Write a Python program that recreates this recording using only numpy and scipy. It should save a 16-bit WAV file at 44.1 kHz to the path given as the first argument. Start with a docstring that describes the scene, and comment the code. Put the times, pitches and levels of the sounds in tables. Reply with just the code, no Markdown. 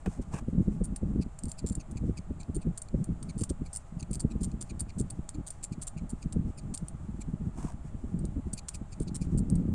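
"""A wooden picture frame taps down and slides over the mat of a thudding craft table; then a hot glue
gun creaks close by as it lays a bead. Each squeeze of the trigger is a run of tiny stick-slip pulses
that ring the plastic shell, and its spring squeaks softly and ticks between squeezes.
Hands and frame jostle the table, which thuds, judders and rumbles; the rumble lulls at a hard squeeze.
Under it all lie a faint rustle of skin and the steady air of the room."""
import sys
import numpy as np
from scipy import signal
from scipy.fft import rfft, irfft, next_fast_len
from scipy.io import wavfile
from scipy.ndimage import map_coordinates

SR = 44100
rng = np.random.default_rng(int(sys.argv[2]) if len(sys.argv) > 2 else 0)


def waveform_to_disk(signal):
    """Save audio, clipped to [-1, 1], as 16-bit WAV at the path in sys.argv[1]."""
    frames = np.transpose(np.atleast_2d(signal))
    scaled = np.clip(frames, -1, 1) * 32767
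    samples = np.round(scaled).astype(np.int16)
    wavfile.write(sys.argv[1], SR, samples)


N = 429534

# Levels in all tables are relative; each source applies its own gain.
# trigger creaks: t/s, duration/s (0 is a single click), slip level/dB
CREAKS = [(0.837, 0.017, -38.5), (.961, 0.0027, -34), (1.389, 0, -35), (1.4357, 0, -32),
          (1.455, 0.00085, -36), (1.483, 0.026, -44.5), (1.516, 0.0019, -32), (1.664, 0.034, -34.5),
          (1.72, 0.009, -41), (1.752, 0, -32), (1.912, 0.005, -44), (2.546, 0.019, -39),
          (2.776, 0.0038, -29), (2.818, 0.0031, -33), (3.042, 0.00084, -33.5), (3.2276, 0.0023, -39),
          (3.3794, 0.02, -41), (3.407, 0.011, -35.5), (3.436, 0.0025, -28), (3.4928, 0.011, -37),
          (3.7303, 0.04, -31), (4.111, 0.0019, -39), (4.131, 0.024, -33), (4.1963, 0.013, -33.5),
          (4.407, 0.015, -44.5), (4.432, 0.018, -32.5), (4.609, 0.016, -33), (4.7943, 0.016, -33),
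          (4.984, 0.028, -34.5), (5.101, 0.0054, -35.5), (5.291, 0.0003, -29.5), (5.466, 0.019, -33),
          (5.5043, 0.002, -31.5), (5.628, 0.019, -35), (5.815, .019, -33), (5.869, 0.013, -32),
          (6.093, 0.018, -39), (6.325, 0.0046, -38.5), (6.74, 0.015, -32.5), (6.776, 0.00077, -30),
          (6.8835, 0, -33), (8.19, 0.0042, -47.5), (8.253, 0.0016, -38.5), (8.531, 0.0064, -32),
          (8.685, 0.0049, -27.5), (8.745, 0.0095, -36.5), (9.0, 0.0025, -41), (9.013, 0.018, -44.5),
          (9.1456, 0.019, -35.5), (9.375, 0.016, -38), (9.5, 0, -33), (9.554, 0.0059, -41.5)]
# dull knocks through the table: t/s, level/dB
KNOCKS = [(.073, -17), (0.193, -20), (.341, -21.5), (0.422, -28.5), (.482, -20), (0.678, -16.5),
          (.809, -16), (0.919, -26), (1.027, -18), (1.157, -17), (1.195, -17), (1.261, -28.5), (1.438, -26),
          (1.468, -27), (1.641, -17), (1.706, -21.5), (1.772, -21.5), (1.926, -30.5), (1.955, -25.5),
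          (2.035, -19.5), (2.091, -17), (2.189, -31), (2.304, -21.5), (2.492, -21), (2.565, -16),
          (2.669, -18.5), (2.942, -16), (3.367, -23), (3.413, -18.5), (3.506, -19), (3.614, -20.5),
          (3.922, -33.5), (3.967, -27), (4.022, -29), (4.107, -21), (4.163, -25), (4.246, -14.5),
          (4.354, -20), (4.412, -20), (4.469, -23), (4.54, -22), (4.715, -24.5), (4.817, -25), (5.005, -17),
          (5.046, -29.5), (5.19, -23.5), (5.716, -26.5), (5.779, -28.5), (5.963, -27), (6.13, -23),
          (6.257, -21.5), (6.36, -16.5), (6.391, -23.5), (6.825, -26), (6.947, -30), (7.087, -25.5),
          (7.143, -28.5), (7.19, -27.5), (7.283, -25), (7.335, -23.5), (7.466, -25), (7.584, -25.5),
          (7.645, -22), (7.74, -29.5), (7.846, -30), (7.945, -27), (8.039, -25), (8.14, -22), (8.24, -19.5),
          (8.287, -30), (8.468, -24), (8.533, -28), (8.812, -25), (9.004, -17), (9.16, -25.5),
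          (9.213, -21.5), (9.344, -18.5), (9.523, -17.5)]
# modes of the trigger spring: f/Hz, bandwidth/Hz, level/dB
SPRING_MODES = [(2460, 340, 3.5), (4426, 790, 2.5), (6270, 450, -4), (7200, 590, 3), (8080, 340, 1.5),
                (9180, 480, 1)]
# spectrum of the table top's vibration: f/Hz, level/dB
TOP_SPECTRUM = [(40, -24), (100, -1.5), (165, 4), (250, -5.5), (400, -20.5), (560, -30), (1500, -68),
                (5000, -120)]
# spectrum of the table's slow sway: f/Hz, level/dB
SWAY_SPECTRUM = [(12, -22), (28, 0.5), (55, -4.5), (90, -4), (130, -23.5), (400, -89), (2000, -120)]
# spectrum of skin friction: f/Hz, level/dB
SKIN_SPECTRUM = [(2000, -5), (4000, -13), (7500, -1.5), (9200, -3), (10500, -21), (16000, -35.5)]


def trigger(first_gap_s=0.0033, slowing=1.27, max_gaps=16, alike=0.63,
            swell_db=5, arch_db=5, scatter_db=2.5, level_db=-3):
    """Stick-slip friction: gaps widen as a squeeze slows, and the slips tend to peak past its middle."""
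    slips = np.zeros(N)
    for onset, duration, db in CREAKS:
        jitter, scatter = rng.standard_normal((2, max_gaps))
        grains = rng.standard_normal((max_gaps + 2, SR // 10))
        gaps = first_gap_s * slowing ** np.arange(max_gaps) * np.exp(0.15 * jitter)
        times = np.append(0, np.cumsum(gaps))
        count = np.argmin(np.abs(times - duration)) + 1
        progress = times[:count] / max(times[count - 1], 1e-6)
        start = onset - grains.shape[1] // 4 / SR
        for u, luck, own in zip(progress, scatter, grains):
            # the slips of one creak share a contact point, so part of their waveform
            grain = np.sqrt(alike) * grains[-1] + np.sqrt(1 - alike) * own
            strain_db = swell_db * (u - 0.5) + arch_db * (np.sin(np.pi * u) - 0.5) + scatter_db * luck
            gain = amp(db + level_db + strain_db * (count > 2))
            add(slips, start + u * duration, gain * slip(grain))
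    return shell(slips)


def slip(grain, rise_s=0.00091, creep_s=0.0022, rattle_t60=0.064, ring_t60=0.074):
    """Release of strain: gritty creep, a snap a quarter into the grain, then a rattle and a faint ring."""
    t = (np.arange(len(grain)) - len(grain) // 4) / SR
    after = np.maximum(t, 0)
    creep = amp(-19) * np.exp(-np.abs(t) / creep_s)
    snap = (after / rise_s * np.exp(1 - after / rise_s)) ** 2
    tail = amp(-14 - 60 * after / rattle_t60) + amp(-27 - 60 * after / ring_t60)
    envelope = snap + np.where(t < 0, creep, tail)
    burst = envelope * grain
    return burst * np.sqrt(np.sum(envelope ** 2) / np.sum(burst ** 2))


def shell(slips, chirp_s=0.00158, chirp_top_hz=10100, body_hz=6500, grip_db=3.5):
    """Resonance: slips ring the gun's shell, while the shifting grip varies its body and each mode."""
    # spectrum of the plastic shell: f/Hz, level/dB
    spectrum = [(500, -22), (1200, -18), (2000, -24), (3200, -19.5), (4500, -15.5), (5800, -13.5),
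                (7400, -5.5), (8900, 2.5), (9500, -5), (10300, -20.5), (12300, -34), (13700, -27),
                (15500, -49)]
    # its modes: f/Hz, bandwidth/Hz, level/dB
    modes = [(4580, 240, -0.5), (7330, 110, 5), (8900, 130, -8.5), (9270, 110, -2)]
    f = grid()
    group_delay = chirp_s * (np.minimum(f / chirp_top_hz, 1) ** 4 - 0.5)  # each slip chirps upwards
    response = colour(spectrum) * np.exp(-2j * np.pi * np.cumsum(group_delay) * f[1])
    whole = np.linalg.norm(response * (1 + resonances(modes)))
    body = response / (1 + (f / body_hz) ** 6)
    gripped = [body] + [response * resonances([mode]) for mode in modes]
    parts = [(0.91, response - body)]  # the treble above the body keeps a constant gain
    parts += [(unit(amp(grip_db * wobble(7.7))), part) for part in gripped]
    return sum(filtered(slips * grip, part) * np.linalg.norm(part) / whole for grip, part in parts)


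def spring_squeaks(half_width_s=0.0099, slips_per_s=2500, sag_octaves_per_s=5.4,
                   detune=0.041, vary_db=2.5, brightening=0.5, level_db=-3):
    """Friction excitation: fast, uneven slips drive the spring's modes, which sag as it relaxes."""
    # soft rasping squeaks: peak t/s, level/dB
    squeaks = [(1.224, -47.5), (1.592, -43), (1.808, -49), (1.975, -48), (2.18, -45), (2.409, -47.5),
               (2.624, -52.5), (3.3, -46.5), (3.666, -51.5), (4.005, -45.5), (4.315, -50.5), (4.705, -46),
               (4.899, -51), (5.351, -53), (5.731, -49.5), (5.983, -50.5), (6.231, -48.5), (6.588, -46.5),
               (7.217, -44.5), (8.586, -41), (8.751, -42), (8.931, -48.5), (9.084, -48), (9.223, -46)]
    out, t = np.zeros(N), np.arange(-2048, 2048) / SR
    f = np.fft.rfftfreq(len(t), 1 / SR)
    hz, width, mode_db = np.transpose(SPRING_MODES)
    mean_db = np.mean(squeaks, axis=0)[1]
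    slowed = t - np.log(2) * sag_octaves_per_s * t ** 2 / 2
    stroke = np.exp(-(t / half_width_s) ** 2)
    for peak, db in squeaks:
        shift, luck = rng.standard_normal((2, len(hz)))
        tilt_db = brightening * (db - mean_db) * np.log2(hz / hz[0])  # louder is brighter
        modes = zip(hz * np.exp(detune * shift), width, mode_db + vary_db * luck + tilt_db)
        slips = (rng.random(len(t)) < slips_per_s / SR) * rng.standard_normal(len(t))
        ringing = irfft(rfft(slips) * spring_response(modes, f))
        squeak = stroke * map_coordinates(ringing, [(slowed - t[0]) * SR])
        add(out, peak + t[0], amp(db + level_db) * unit(squeak) * np.sqrt(np.mean(stroke ** 2)))
    return out


def spring_ticks(t60=0.02, level_db=-4):
    """Transient excitation: the spring snaps back, sending a short burst through its modes."""
    # dry ticks: t/s, level/dB
    ticks = [(2.4316, -45), (2.886, -45.5), (4.0276, -35.5), (4.5163, -47.5)]
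    burst = amp(level_db) * decays(ticks, t60) * rng.standard_normal(N)
    return filtered(burst, spring_response(SPRING_MODES))


def spring_response(modes, f=None):
    """Selective resonance: squared magnitudes give the spring steep peaks with little between them."""
    return sum(amp(db) * np.abs(resonances([(hz, width, 0)], f)) ** 2 for hz, width, db in modes)


def table_knocks(table_hz=188, rise_s=0.0032, hardening=0.95, level_db=-4,
                 push_hz=55, push_rise_s=0.013, push_db=-9.5, swell_s=0.012, fade_s=0.017, shake_db=-11.5):
    """Damped vibration: a soft blow swings the table's modes, over a slow push and amid a shudder."""
    out, shaking, t = np.zeros(N), np.zeros(N), np.arange(SR // 5) / SR
    swing = t / rise_s * np.exp(1 - t / rise_s) * (1 - np.exp(-2 * t / rise_s))
    heave = (t / push_rise_s * np.exp(1 - t / push_rise_s)) ** 2
    lead_s = 4 * swell_s
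    shake = np.exp(np.minimum((t - lead_s) / swell_s, (lead_s - t) / fade_s))
    ratio, mode_db = np.transpose([(0.994, 0.0), (0.43, -5.5), (1.634, -12.0), (2.315, -20.5)])
    mean_db = np.mean(KNOCKS, axis=0)[1]
    for onset, db in KNOCKS:
        hz = table_hz * np.exp(0.1 * rng.standard_normal())  # each blow lands on another spot
        phase = rng.uniform(0, 2 * np.pi, size=len(ratio))
        gains = amp(mode_db + hardening * (ratio - 1) * (db - mean_db))  # harder blows reach higher modes
        modes = np.sin(2 * np.pi * hz * np.outer(t, ratio) + phase) @ gains
        low_hz = push_hz * np.exp(0.22 * rng.standard_normal())
        push = heave * np.sin(2 * np.pi * low_hz * t + phase[-1])
        add(out, onset, amp(db + level_db) * swing * modes)
        add(out, onset - push_rise_s / 2, amp(db + push_db) * push)
        add(shaking, onset - lead_s, amp(db + shake_db) * shake)
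    return out + filtered(shaking * rng.standard_normal(N), colour(TOP_SPECTRUM))


def hand_rubs(edge_s=0.0053, slip_hz=205, rough_db=4, grit_db=-4, sway_db=-3, level_db=-3):
    """Relaxation oscillation: a dragging hand slips quickly and unevenly; the table judders and sways."""
    # drags of a hand: t/s, duration/s, level/dB
    drags = [(0.523, 0.078, -29), (0.69, 0.062, -31), (0.879, 0.066, -32), (1.042, 0.1, -29),
             (1.153, 0.057, -28.5), (2.006, 0.094, -32), (2.648, 0.066, -31.5), (2.973, 0.061, -29),
             (3.087, 0.045, -29), (3.212, 0.1, -36), (4.418, 0.065, -34), (4.963, 0.034, -31.5),
             (5.348, 0.065, -32.5), (6.01, 0.061, -35.5), (6.445, 0.062, -29), (6.627, 0.12, -36),
             (7.401, 0.094, -33.5), (8.361, 0.041, -28.5), (9.32, 0.12, -27), (9.495, 0.077, -26.5),
             (9.577, 0.2, -28.5)]
    t, envelope = clock(), np.zeros(N)
    for onset, duration, db in drags:
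        gate = (np.tanh((t - onset) / edge_s) - np.tanh((t - onset - duration) / edge_s)) / 2
        envelope += amp(db + level_db) * gate
    rate = slip_hz * np.exp(0.2 * wobble(20) + 0.25 * wobble(slip_hz))
    cycles = np.cumsum(rate) / SR
    slips = np.diff(np.floor(cycles), prepend=0) * amp(rough_db * wobble(slip_hz))
    top = colour(TOP_SPECTRUM)
    judder = unit(unit(filtered(slips - slips.mean(), top)) + amp(grit_db) * noise(top))
    return envelope * (judder + amp(sway_db) * noise(colour(SWAY_SPECTRUM)))


def table_rumble(effort_db, bumps_per_s=180, lumpy_db=5.5, shudder_db=-8, hard_db=-25, sway_db=-5):
    """Forced vibration: random bumps shake the top over its slow sway, more so under firm handling."""
    lumps = unit(amp(lumpy_db * wobble(22)))
    impulses = (rng.random(N) < bumps_per_s / SR) * rng.choice([-1, 1], N)
    bumps = unit(impulses) * lumps * amp(effort_db)
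    firmness_db = effort_db - np.mean(effort_db)
    top = colour(TOP_SPECTRUM)
    upper_band = top * resonances([(340, 170, 0)]) ** 2
    shudder = filtered(bumps * amp(0.74 * firmness_db + shudder_db), top)
    hard = filtered(bumps * amp(0.33 * firmness_db + hard_db), upper_band)
    sway = np.sqrt(lumps) * amp(effort_db + sway_db) * noise(colour(SWAY_SPECTRUM))
    return shudder + hard + sway


def hand_effort(steady_s=0.02, lag_s=0.011, lift_db=1, lift_lead_s=0.074, lift_s=0.0054):
    """Amplitude modulation in dB: jostling lulls at hard squeezes and rises a little before each knock."""
    # slow course of the jostling: t/s, level/dB
    jostle = [(0, -47), (.63, -33), (1.37, -54), (2.07, -37), (2.8, -48), (3.1, -36), (3.82, -55),
              (4.25, -35), (5.5, -47), (6.38, -39.5), (7.7, -43), (8.3, -34), (8.62, -46), (9.45, -34)]
    mean_db = np.mean(CREAKS, axis=0)[2]
    lull = np.zeros(N)
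    for onset, duration, db in CREAKS:
        depth_db = 2.2 * (db - mean_db) - 2.5  # the harder the creak, the steadier the hands
        lull = np.maximum(lull, depth_db * bell(onset + duration / 2 + lag_s, steady_s + duration / 2))
    lift = sum(bell(onset - lift_lead_s, lift_s) for onset, _ in KNOCKS)
    return np.interp(clock(), *np.transpose(jostle)) - lull + lift_db * lift


def frame(tap_t60=0.045, grain_db=3, crack_db=-15):
    """Impact and sliding friction: the frame's modes sound as it taps and rubs the mat; skin hisses."""
    # slides over the mat: peak t/s, half-width/s, rub level/dB, hiss level/dB
    slides = [(0.135, 0.038, -60, -60), (0.227, 0.011, -67, -59), (0.363, 0.033, -45, -52),
              (7.643, 0.063, -51.5, -56)]
    # the frame taps down: t/s, level/dB
    taps = [(0.0602, -33.5), (0.0717, -49)]
    # modes of the wood: f/Hz, bandwidth/Hz, level/dB before the response is squared
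    wood_modes = [(450, 120, 1.5), (703, 190, 0), (1013, 380, -1.5), (1620, 200, -2), (2530, 420, -4)]
    t, rub, hiss = clock(), np.zeros(N), np.zeros(N)
    for peak, half_width, rub_db, hiss_db in slides:
        stroke = np.exp(-np.minimum(np.abs((t - peak) / half_width) ** 3.4, 20) / 2)
        rub += amp(rub_db) * stroke
        hiss += amp(hiss_db) * stroke
    tap = decays(taps, tap_t60)
    grain = unit(amp(grain_db * wobble(250)))
    modes = [np.abs(resonances([mode])) ** 2 for mode in wood_modes]
    whole, middle = noise(sum(modes)), noise(sum(modes[1:3]))
    firmness = (rub / rub.max()) ** 2  # a light rub stirs only the middle modes
    wood = rub * grain * (firmness * whole + np.sqrt(1 - firmness ** 2) * middle) + tap * whole
    return wood + (hiss * grain + amp(crack_db) * tap) * noise(colour(SKIN_SPECTRUM))


def finger_rustle(level_db=-78, patchy_db=6, patches_per_s=25):
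    """Friction noise: skin shifts on the gun and the frame in faint patches."""
    return amp(level_db + patchy_db * wobble(patches_per_s)) * noise(colour(SKIN_SPECTRUM))


def room(level_db=-61.5, above_hz=600):
    """Stationary noise: air and microphone hiss, with the level set for the part above the rumble."""
    # background spectrum: f/Hz, level/dB
    spectrum = [(25, 12.5), (170, -0.5), (280, -16.5), (550, -17.5), (635, -9.5), (730, -16.5),
                (830, -11.5), (920, -19), (1230, -18), (1600, -25.5), (5600, -43), (7600, -29),
                (8300, -36.5), (9200, -33), (10400, -51.5), (16000, -73.5)]
    air = noise(colour(spectrum))
    upper = signal.sosfilt(signal.butter(4, above_hz, "high", fs=SR, output="sos"), air)
    return amp(level_db) * air / np.std(upper)


def amp(db):
    """Amplitude ratio of a level in decibels."""
    return 10 ** (np.asarray(db) / 20)


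def unit(x):
    """Normalisation to an rms of 1."""
    return x / np.sqrt(np.mean(x ** 2) + 1e-20)


def clock():
    """Sample times in seconds."""
    return np.arange(N) / SR


def add(track, onset, sound):
    """Superposition: mix a sound into the track from its onset in seconds."""
    i = int(np.clip(round(onset * SR), 0, N - 1))
    track[i:i + len(sound)] += sound[:N - i]


def decays(events, t60):
    """Exponential decay: an envelope falling 60 dB in t60 seconds from each (t/s, level/dB) event."""
    t = clock()
    return sum(amp(db - 60 * np.clip(t - onset, 0, 0.5) / t60) * (t >= onset) for onset, db in events)


def bell(centre_s, half_width_s):
    """Gaussian pulse of height 1."""
    bump = np.zeros(N)
    edges = (centre_s + np.array([-4, 4]) * half_width_s) * SR
    near = np.arange(*np.clip(edges, 0, N).astype(int))
    bump[near] = np.exp(-((near / SR - centre_s) / half_width_s) ** 2)
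    return bump


def wobble(rate):
    """Smooth random modulation, with rate knots a second."""
    return map_coordinates(rng.standard_normal(int(N * rate / SR) + 4), [clock() * rate])


def grid():
    """Frequencies of the zero-padded Fourier transform."""
    return np.fft.rfftfreq(2 * next_fast_len(N // 2 + 8192), 1 / SR)


def colour(points):
    """Minimum-phase response through (f/Hz, level/dB) points."""
    hz, db = np.transpose(points)
    gain = amp(np.interp(np.log(grid() + 1), np.log(hz), db))
    cepstrum = irfft(np.log(gain))
    half = len(cepstrum) // 2
    cepstrum[1:half] *= 2
    cepstrum[half + 1:] = 0
    return np.exp(rfft(cepstrum))


def resonances(modes, f=None):
    """Modal sum of damped oscillators (f/Hz, bandwidth/Hz, level/dB)."""
    f = grid() if f is None else f
    return sum(amp(db) * 1j * f * width / (hz * hz - f * f + 1j * f * width) for hz, width, db in modes)


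def filtered(x, response):
    """Convolution with a response scaled to keep the power of white noise."""
    spectrum = rfft(x, 2 * len(response) - 2)
    return irfft(spectrum * response / np.sqrt(np.mean(np.abs(response) ** 2)))[:N]


def noise(response):
    """Gaussian noise coloured by a response, at an rms of 1."""
    return unit(filtered(rng.standard_normal(N), response))


def scene():
    """Superposition of gun, table and frame, close and dry, in one channel."""
    bed = room() + table_rumble(hand_effort()) + frame() + finger_rustle()
    gun = spring_squeaks() + spring_ticks() + trigger()
    return (bed + gun + hand_rubs() + table_knocks())[None]


def record(dry, cutoff_hz=15700):
    """Band limiting: an ideal low-pass filter removes everything above the cutoff."""
    f = grid()
    return irfft(rfft(dry, 2 * len(f) - 2) * (f < cutoff_hz))[:, :N]


dry = scene()
out = record(dry)
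waveform_to_disk(out)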